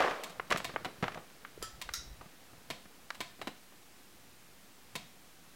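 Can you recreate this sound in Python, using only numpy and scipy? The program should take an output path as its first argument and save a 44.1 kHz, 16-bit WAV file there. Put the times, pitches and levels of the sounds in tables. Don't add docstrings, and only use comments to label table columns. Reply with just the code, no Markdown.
import sys
import numpy as np
from scipy import signal
from scipy.fft import rfft, irfft
from scipy.io import wavfile
from scipy.ndimage import uniform_filter1d

SR = 44100
rng = np.random.default_rng(int(sys.argv[2]) if len(sys.argv) > 2 else 0)


def transcribe(u):
    v = np.clip(np.atleast_2d(u).T, -1, 1)
    q = np.round(v * 32767).astype(np.int16)
    wavfile.write(sys.argv[1], SR, q)


def how_loud(loudness_db):
    steps = np.asarray(loudness_db, float) / 20
    return 10 ** steps


N = 244975


def evened(x):
    return x / np.sqrt(np.mean(x ** 2) + 1e-20)


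def peaked(x):
    return x / (np.abs(x).max() + 1e-12)


def read(points, hz):
    f, value = np.transpose(points)
    return np.interp(np.log(hz + 1), np.log(f + 1), value)


def add(mix, start_s, sound):
    part = mix[round(start_s * SR):][:len(sound)]
    part += sound[:len(part)]


def noise(spectrum, patchy_db, size):
    frames = 4 * N // size + 5
    hz = np.fft.rfftfreq(size, 1 / SR)
    real, imaginary, patches = rng.standard_normal((frames, len(hz), 3)).T
    patches = uniform_filter1d(patches, size=10, axis=0)
    patches = evened(uniform_filter1d(patches, size=8, axis=1))
    level_db = read(spectrum, hz)[:, None] + patchy_db * patches
    z = (real + 1j * imaginary) * how_loud(level_db)
    return evened(signal.istft(z, nperseg=size, noverlap=3 * size // 4)[1][:N])


def ring(lines, spread, count):
    hz, db, t60 = np.transpose(lines)
    t = np.arange(count)[:, None] / SR
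    fading = how_loud(db - 60 * t / t60)
    detune = rng.uniform(-0.9, 1, (3, len(hz)))
    clusters = sum(np.sin(2 * np.pi * hz * (1 + spread * u) * t) * fading for u in detune)
    return peaked(clusters.sum(1))


def struck_body(body, modes, body_db, thump_db, upper_db, tick_db):
    hz, db = np.transpose(body)
    db = db + [thump_db + 11.5, thump_db + 12.0, body_db - 8.0,
               upper_db + 2.5, upper_db + 1.5, tick_db - 4, tick_db - 2.5]
    bins = np.abs(np.fft.fftfreq(4096, 1 / SR))
    resonances = sum(lift / (1 + (2 * (bins - f) / width) ** 2) for f, width, lift in modes)
    db = read(np.transpose([hz, db]), bins) + resonances
    causal = np.exp(np.conj(signal.hilbert(np.log(how_loud(db)))))
    return np.fft.ifft(causal).real[:2048]


def contact_burst(rise_ms, chatter_ms, lead_db, rebound_ms, rebound_db):
    ms = np.arange(2048) / SR * 1000
    shape = (1 - np.exp(-ms / rise_ms)) * np.exp(-ms / chatter_ms)
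    shape += how_loud(rebound_db) * np.interp(ms - rebound_ms, ms, shape, left=0)
    uneven = how_loud(1.8 * rng.standard_normal(len(ms)))
    contacts = rng.standard_normal(len(ms)) * uneven * shape
    add(contacts, rise_ms / 1000, how_loud([lead_db]))
    z = rfft(contacts, 4096)
    white = z / np.sqrt(uniform_filter1d(np.abs(z) ** 2, size=50))
    return irfft(white)[:2048]


# frequency in Hz, time to fall by 60 dB in seconds.
ROOM_FADE = [(150, 0.34), (600, 0.31), (2000, 0.32), (5000, 0.4), (10000, 0.22), (16000, 0.11)]


def room_tail():
    echoes = np.zeros(SR // 2)
    at = np.arange(300, SR // 2 - 12, 12)
    echoes[at + rng.integers(0, 12, len(at))] = rng.choice([-1., 1.], len(at))
    hz, t, z = signal.stft(echoes, SR, nperseg=256)
    fading = how_loud(-60 * t / read(ROOM_FADE, hz)[:, None])
    tail = signal.istft(z * fading, SR, nperseg=256)[1]
    return tail / np.linalg.norm(tail)


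def hit(row, law, body, modes, drive_db, **contact):
    _, body_db, thump_db, hard_db = row
    upper_db, share, room_db = law
    upper_db = body_db + upper_db + share * hard_db
    response = struck_body(body, modes, body_db, thump_db, upper_db, tick_db=body_db + hard_db)
    response = how_loud(drive_db) * response
    contacts = contact_burst(**contact)
    sound = how_loud(room_db) * signal.fftconvolve(response, room_tail())
    add(sound, 0, signal.fftconvolve(response, contacts))
    return sound


# start in seconds, body in dB, thump in dB, hardness (tick over body) in dB.
SNAPS = [
    (0.236, -40.5, -52.5, 4.5),
    (0.296, -57.5, -52, 10),
    (0.574, -42, -50, 7.5),
    (0.645, -33.5, -52, -1.5),
    (1.815, -38.5, -66, 2),
    (2.702, -34.5, -42.5, -3),
    (3.205, -33, -47, -3),
    (4.954, -35.5, -45, 0.5),
]
# frequency in Hz, level in dB.
RELAY_COLOUR = [(60, -18.5), (200, 8), (900, 3), (2300, 3), (4000, -1.5), (7000, -2), (16000, -11)]
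# frequency in Hz, width in Hz, lift in dB.
RELAY_RESONANCES = [(700, 120, 13.5), (1013, 170, 12.5), (1460, 280, -2.5), (1780, 67, 1), (2220, 160, 2.5),
                    (3250, 80, 6), (3730, 80, 10), (4320, 200, 5.5), (6420, 170, 0), (7780, 410, 5)]
# upper body over body in dB, share of hardness reaching the upper body, room in dB.
SNAP_LAW = (-.6, 0.45, -8)


def relay_snaps():
    mix = np.zeros(N)
    for row in SNAPS:
        add(mix, row[0], hit(row, SNAP_LAW, RELAY_COLOUR, RELAY_RESONANCES, drive_db=28.5, rise_ms=0.18,
                             chatter_ms=4.2, lead_db=11.5, rebound_ms=6, rebound_db=-4))
    return mix


# start in seconds, body in dB, thump in dB, hardness in dB.
RELEASES = [
    (0.504, -27.5, -46, -10),
    (0.847, -23.5, -57, -20.5),
    (3.147, -44, -73, -6),
    (3.415, -28.5, -51, -19),
    (3.472, -27.5, -40, -16.5),
]
# frequency in Hz, level in dB.
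RELEASE_COLOUR = [(60, -23), (200, 8.5), (900, 6.5), (2200, -0.5), (4000, -5), (7000, 0), (16000, -10)]
# frequency in Hz, width in Hz, lift in dB.
RELEASE_RESONANCES = [(738, 92, 6.8), (1040, 110, 3.6), (2120, 250, 4.5), (2960, 390, 4.7),
                      (3940, 180, 9.7), (7600, 660, 4.8)]
# upper body over body in dB, share of hardness reaching the upper body, room in dB.
FALL_LAW = (1, 0.53, -11.5)


def relay_releases():
    mix = np.zeros(N)
    for row in RELEASES:
        add(mix, row[0], hit(row, FALL_LAW, RELEASE_COLOUR, RELEASE_RESONANCES, drive_db=27.5, rise_ms=0.46,
                             chatter_ms=5.4, lead_db=15.5, rebound_ms=5, rebound_db=-4))
    return mix


# frequency in Hz, level in dB, time to fall by 60 dB in seconds.
ARMATURE_LINES = [(677, -5, 0.32), (1790, 1, 0.52), (2650, -4, .3), (3300, -4, .35), (3620, -5, .5),
                  (4300, -3, .4), (5100, -5, .25)]
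ARMATURE_PEAKS = [-51, -62, -55, -44, -56, -50, -40, -54]


def armature_ring():
    mix = np.zeros(N)
    for row, ring_db in zip(SNAPS, ARMATURE_PEAKS):
        add(mix, row[0], how_loud(ring_db) * ring(ARMATURE_LINES, spread=0.012, count=12000))
    return mix


# start in seconds, body in dB, thump in dB, hardness in dB.
CHASSIS_KNOCKS = [(0.693, -31.5, -46, -30), (0.796, -63, -47, -7), (0.86, -30, -38, -28),
                  (0.983, -61, -47, -10), (1.119, -40.5, -53, -14.5), (1.155, -31.5, -49.5, -42.5),
                  (1.173, -28, -45.5, -35), (1.3, -62.5, -69, 0), (2.211, -33, -59, -34.5),
                  (2.257, -51, -51, -26), (2.532, -47, -55, -36), (2.855, -49, -50, -16),
                  (3.722, -46.5, -66, -31),
                  (.004, -17.5, -49, -24), (0.022, -31.5, -55, -12), (0.049, -26, -62, -30),
               (.110, -24.5, -43, -24), (0.499, -36, -49, -32), (.543, -26, -36.5, -44),
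               (.738, -38, -43.5, -26), (1.0259, -25.5, -28, -21), (1.0309, -21, -39.5, -30),
               (3.172, -48, -64, -34), (3.196, -45, -66, -41), (3.393, -48, -51.5, -21)]
# frequency in Hz, level in dB.
CHASSIS_COLOUR = [(70, -5.5), (170, 4.5), (900, 1.5), (1900, 4), (3500, -5.5), (6000, 4), (16000, -19)]
# frequency in Hz, width in Hz, lift in dB.
CHASSIS_RESONANCES = [(665, 350, 6.8), (1200, 220, 7.4), (1690, 190, 1.2), (3000, 300, 1.4),
                      (5660, 660, 2.8)]
# upper body over body in dB, share of hardness reaching the upper body, room in dB.
KNOCKING_LAW = (7, 0.71, -7.5)


def chassis_knocks():
    mix = np.zeros(N)
    for row in CHASSIS_KNOCKS:
        add(mix, row[0], hit(row, KNOCKING_LAW, CHASSIS_COLOUR, CHASSIS_RESONANCES, drive_db=26.5, rise_ms=0.58,
                             chatter_ms=4.2, lead_db=10, rebound_ms=4, rebound_db=-12))
    return mix


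# start in seconds, body in dB, thump in dB, hardness in dB.
SOLID_BLOWS = [
    (0.512, -13, -43, -34.5),
    (.521, -30.5, -47, -5),
    (0.5246, -18, -35.5, -15.5),
    (0.5601, -24, -44, -19.5),
    (0.6016, -24.5, -67, -30),
    (1.040, -19, -53, -30.5),
    (1.0803, -20, -58, -29.5),
    (1.145, -39, -51, -12.5),
    (1.619, -37, -69, -30),
]
# upper body over body in dB, share of hardness reaching the upper body, room in dB.
SOLID_LAW = (5.6, .6, -13)


def chassis_clatter():
    mix = np.zeros(N)
    for row in SOLID_BLOWS:
        add(mix, row[0], hit(row, SOLID_LAW, CHASSIS_COLOUR, CHASSIS_RESONANCES, drive_db=26, rise_ms=1.12,
                             chatter_ms=1.97, lead_db=7, rebound_ms=3, rebound_db=-14))
    return mix


# start in seconds, body in dB, thump in dB, hardness in dB.
DRY_TAPS = [
    (0.397, -22.5, -40.5, -39),
    (0.761, -20, -35.5, -44),
    (1.449, -31.5, -78, -38),
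    (1.89, -29.5, -54, -23.5),
    (3.104, -27, -55.5, -18),
]
# frequency in Hz, level in dB.
PLASTIC_COLOUR = [(100, -51), (330, -0.5), (1150, 5), (1900, 3.5), (3300, -8), (4200, 8.5), (14000, -17)]
# frequency in Hz, width in Hz, lift in dB.
PLASTIC_RESONANCES = [(1180, 74, 4.6), (1510, 320, 4.2), (2200, 200, 5.1), (3020, 400, 3.2),
                      (4000, 260, 7.7), (4640, 190, 3), (5600, 200, 6.9)]
# upper body over body in dB, share of hardness reaching the upper body, room in dB.
TAPPING_LAW = (-7, .17, -16.5)


def plastic_taps():
    mix = np.zeros(N)
    for row in DRY_TAPS:
        add(mix, row[0], hit(row, TAPPING_LAW, PLASTIC_COLOUR, PLASTIC_RESONANCES, drive_db=29.5, rise_ms=0.55,
                             chatter_ms=1.74, lead_db=9, rebound_ms=2.7, rebound_db=-5))
    return mix


# start in seconds, body in dB, thump in dB, hardness in dB.
METAL_PINGS = [
    (1.625, -36, -53, -4),
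    (1.937, -34.5, -69, -0.5),
]
# frequency in Hz, level in dB.
SPRING_COLOUR = [(150, -16), (400, -8), (1300, 4), (2200, 0.5), (3800, 3), (5800, 1.5), (15000, -5.5)]
# frequency in Hz, width in Hz, lift in dB.
FIRST_RESONANCES = [(1313, 30, 21.4), (1800, 220, 8.5), (3200, 630, 8), (4900, 400, 7.8), (5800, 400, 4.8),
                    (7300, 420, 11.6), (10700, 770, 9.8)]
SECOND_RESONANCES = [(1376, 140, 9.9), (1990, 420, 10.3), (3850, 310, 17.2), (4860, 450, 5.9),
                     (5570, 620, 11.8), (6440, 430, 8)]
# frequency in Hz, level in dB, time to fall by 60 dB in seconds.
FIRST_LINES = [(1300, -9, 0.3), (1760, -3, 0.32), (4790, 3, .25), (5300, -15, .3), (6000, -14, .25),
               (7230, -22, .2)]
SECOND_LINES = [(3940, -10, .18), (3870, 2, 0.63), (5300, 3, .2)]
# upper body over body in dB, share of hardness reaching the upper body, room in dB.
PINGING_LAW = (-11.5, .2, -1.5)


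def metal_pings():
    mix = np.zeros(N)
    parts = [(FIRST_RESONANCES, FIRST_LINES, -41), (SECOND_RESONANCES, SECOND_LINES, -42)]
    for row, (resonances, lines, ring_db) in zip(METAL_PINGS, parts):
        add(mix, row[0], how_loud(ring_db) * ring(lines, spread=0.0099, count=14000))
        add(mix, row[0], hit(row, PINGING_LAW, SPRING_COLOUR, resonances, drive_db=28, rise_ms=0.22,
                             chatter_ms=2.1, lead_db=-5, rebound_ms=2.5, rebound_db=-3))
    return mix


# frequency in Hz, level in dB per Hz.
THUD_COLOUR = [(35, -58), (60, -28), (212, -40), (315, -14), (363, -17), (417, -2), (749, -2.5),
               (903, -8.5), (1110, -4), (2840, -18.5), (16000, -52)]
# start level in dB, change in dB per second.
THUD_FADE = [(-25, -86.5), (-38.5, -67)]


def earlier_thud():
    clumps = uniform_filter1d(rng.standard_normal(N), size=150)
    clumps = evened(uniform_filter1d(clumps, size=150))
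    wash = noise(THUD_COLOUR, patchy_db=-1.5, size=256) * how_loud(0.59 * clumps)
    treble = signal.sosfilt(signal.butter(2, 2500, "high", fs=SR, output="sos"), wash)
    t = np.arange(N) / SR
    body_fade, treble_fade = [how_loud(start_db + slope * t) for start_db, slope in THUD_FADE]
    return body_fade * evened(wash - treble) + treble_fade * evened(treble)


# start in seconds, peak in dB, frequency in Hz.
CAMERA_BUMPS = [(1.576, -38.5, 410), (1.608, -51, 40.6), (1.626, -35.5, 426), (1.729, -52, 48.7),
                (1.849, -50, 46), (1.899, -48, 61.4), (1.978, -46, 58.4), (2.061, -47, 45.4),
                (2.104, -43.5, 51.4), (2.15, -57, 65), (2.199, -55, 53.8)]


def camera_bumps():
    mix = np.zeros(N)
    t = np.arange(4000) / SR
    for start_s, peak_db, hz in CAMERA_BUMPS:
        wobble = np.sin(2 * np.pi * hz * t) * t * np.exp(-t * hz / 0.58)
        add(mix, start_s, how_loud(peak_db) * peaked(wobble))
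    return mix


# start in seconds, hold in seconds, level in dB.
JOLTS = [(0.0, 0.0091, -52), (0.408, .02, -57.5), (0.525, .03, -59), (0.605, 0.23, -58), (1.02, .03, -59),
         (1.1, .05, -66), (1.598, 0.018, -54), (1.752, .2, -65), (1.96, 0.26, -62.5), (2.537, 0.035, -63),
         (2.707, 0.022, -61), (3.206, 0.017, -58), (3.41, .06, -63), (3.733, 0.85, -75.5),
         (4.96, 0.024, -59.5), (5.18, 0.018, -69), (5.442, .1, -74)]
# frequency in Hz, level in dB per Hz.
RUMBLE_COLOUR = [(15, -19), (45, -17), (110, 6), (190, -5), (300, -49)]


def hand_rumble():
    t = np.arange(N) / SR
    shake = np.zeros(N)
    for start_s, hold_s, db in JOLTS:
        rise_db = 354 * np.maximum(start_s - t, 0)
        fall_db = 174 * np.maximum(t - start_s - hold_s, 0)
        shake = np.maximum(shake, how_loud(db - rise_db - fall_db))
    return shake * noise(RUMBLE_COLOUR, patchy_db=1.5, size=1024)


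# time in seconds, level in dB.
RUSTLE_LEVEL = [
    (0.45, -63),
    (0.7, -54.5),
    (1.1, -62.5),
    (3.1, -69.5),
]
# frequency in Hz, level in dB per Hz.
RUSTLE_COLOUR = [(88, -38), (150, -13.5), (473, -0.5), (689, -8.5), (1020, -10), (1770, -7.5), (2490, -19),
                 (4020, -15), (9000, -36), (11700, -52), (19800, -120)]


def hand_rustle():
    s, db = np.transpose(RUSTLE_LEVEL)
    level_db = np.interp(np.arange(N) / SR, s, db, left=-120, right=-120)
    return how_loud(level_db) * noise(RUSTLE_COLOUR, patchy_db=2.5, size=256)


# frequency in Hz, level in dB per Hz.
HISS_COLOUR = [(16, -44), (28, -22), (64, 5), (131, -20), (154, -2.5), (269, -3), (424, -8.5), (685, -10),
               (742, -7), (803, -9.5), (1260, -10.5), (2460, -12), (15000, -20), (16300, -30)]


def microphone_hiss():
    return how_loud(-59) * noise(HISS_COLOUR[:-1], patchy_db=0.5, size=1024)


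def scene():
    relay = relay_snaps() + relay_releases() + armature_ring()
    blows = chassis_knocks() + chassis_clatter() + plastic_taps() + metal_pings()
    camera = camera_bumps() + hand_rumble() + hand_rustle() + microphone_hiss()
    return (relay + blows + earlier_thud() + camera)[None]


def roll_off(x):
    return signal.sosfilt(signal.butter(12, 16660, fs=SR, output="sos"), x)


def record(dry):
    edge = signal.firwin(511, 15950, fs=SR)
    mix = signal.oaconvolve(dry, edge[None], "same") + 0.001
    return roll_off(mix)


dry = scene()
out = record(dry)
transcribe(out)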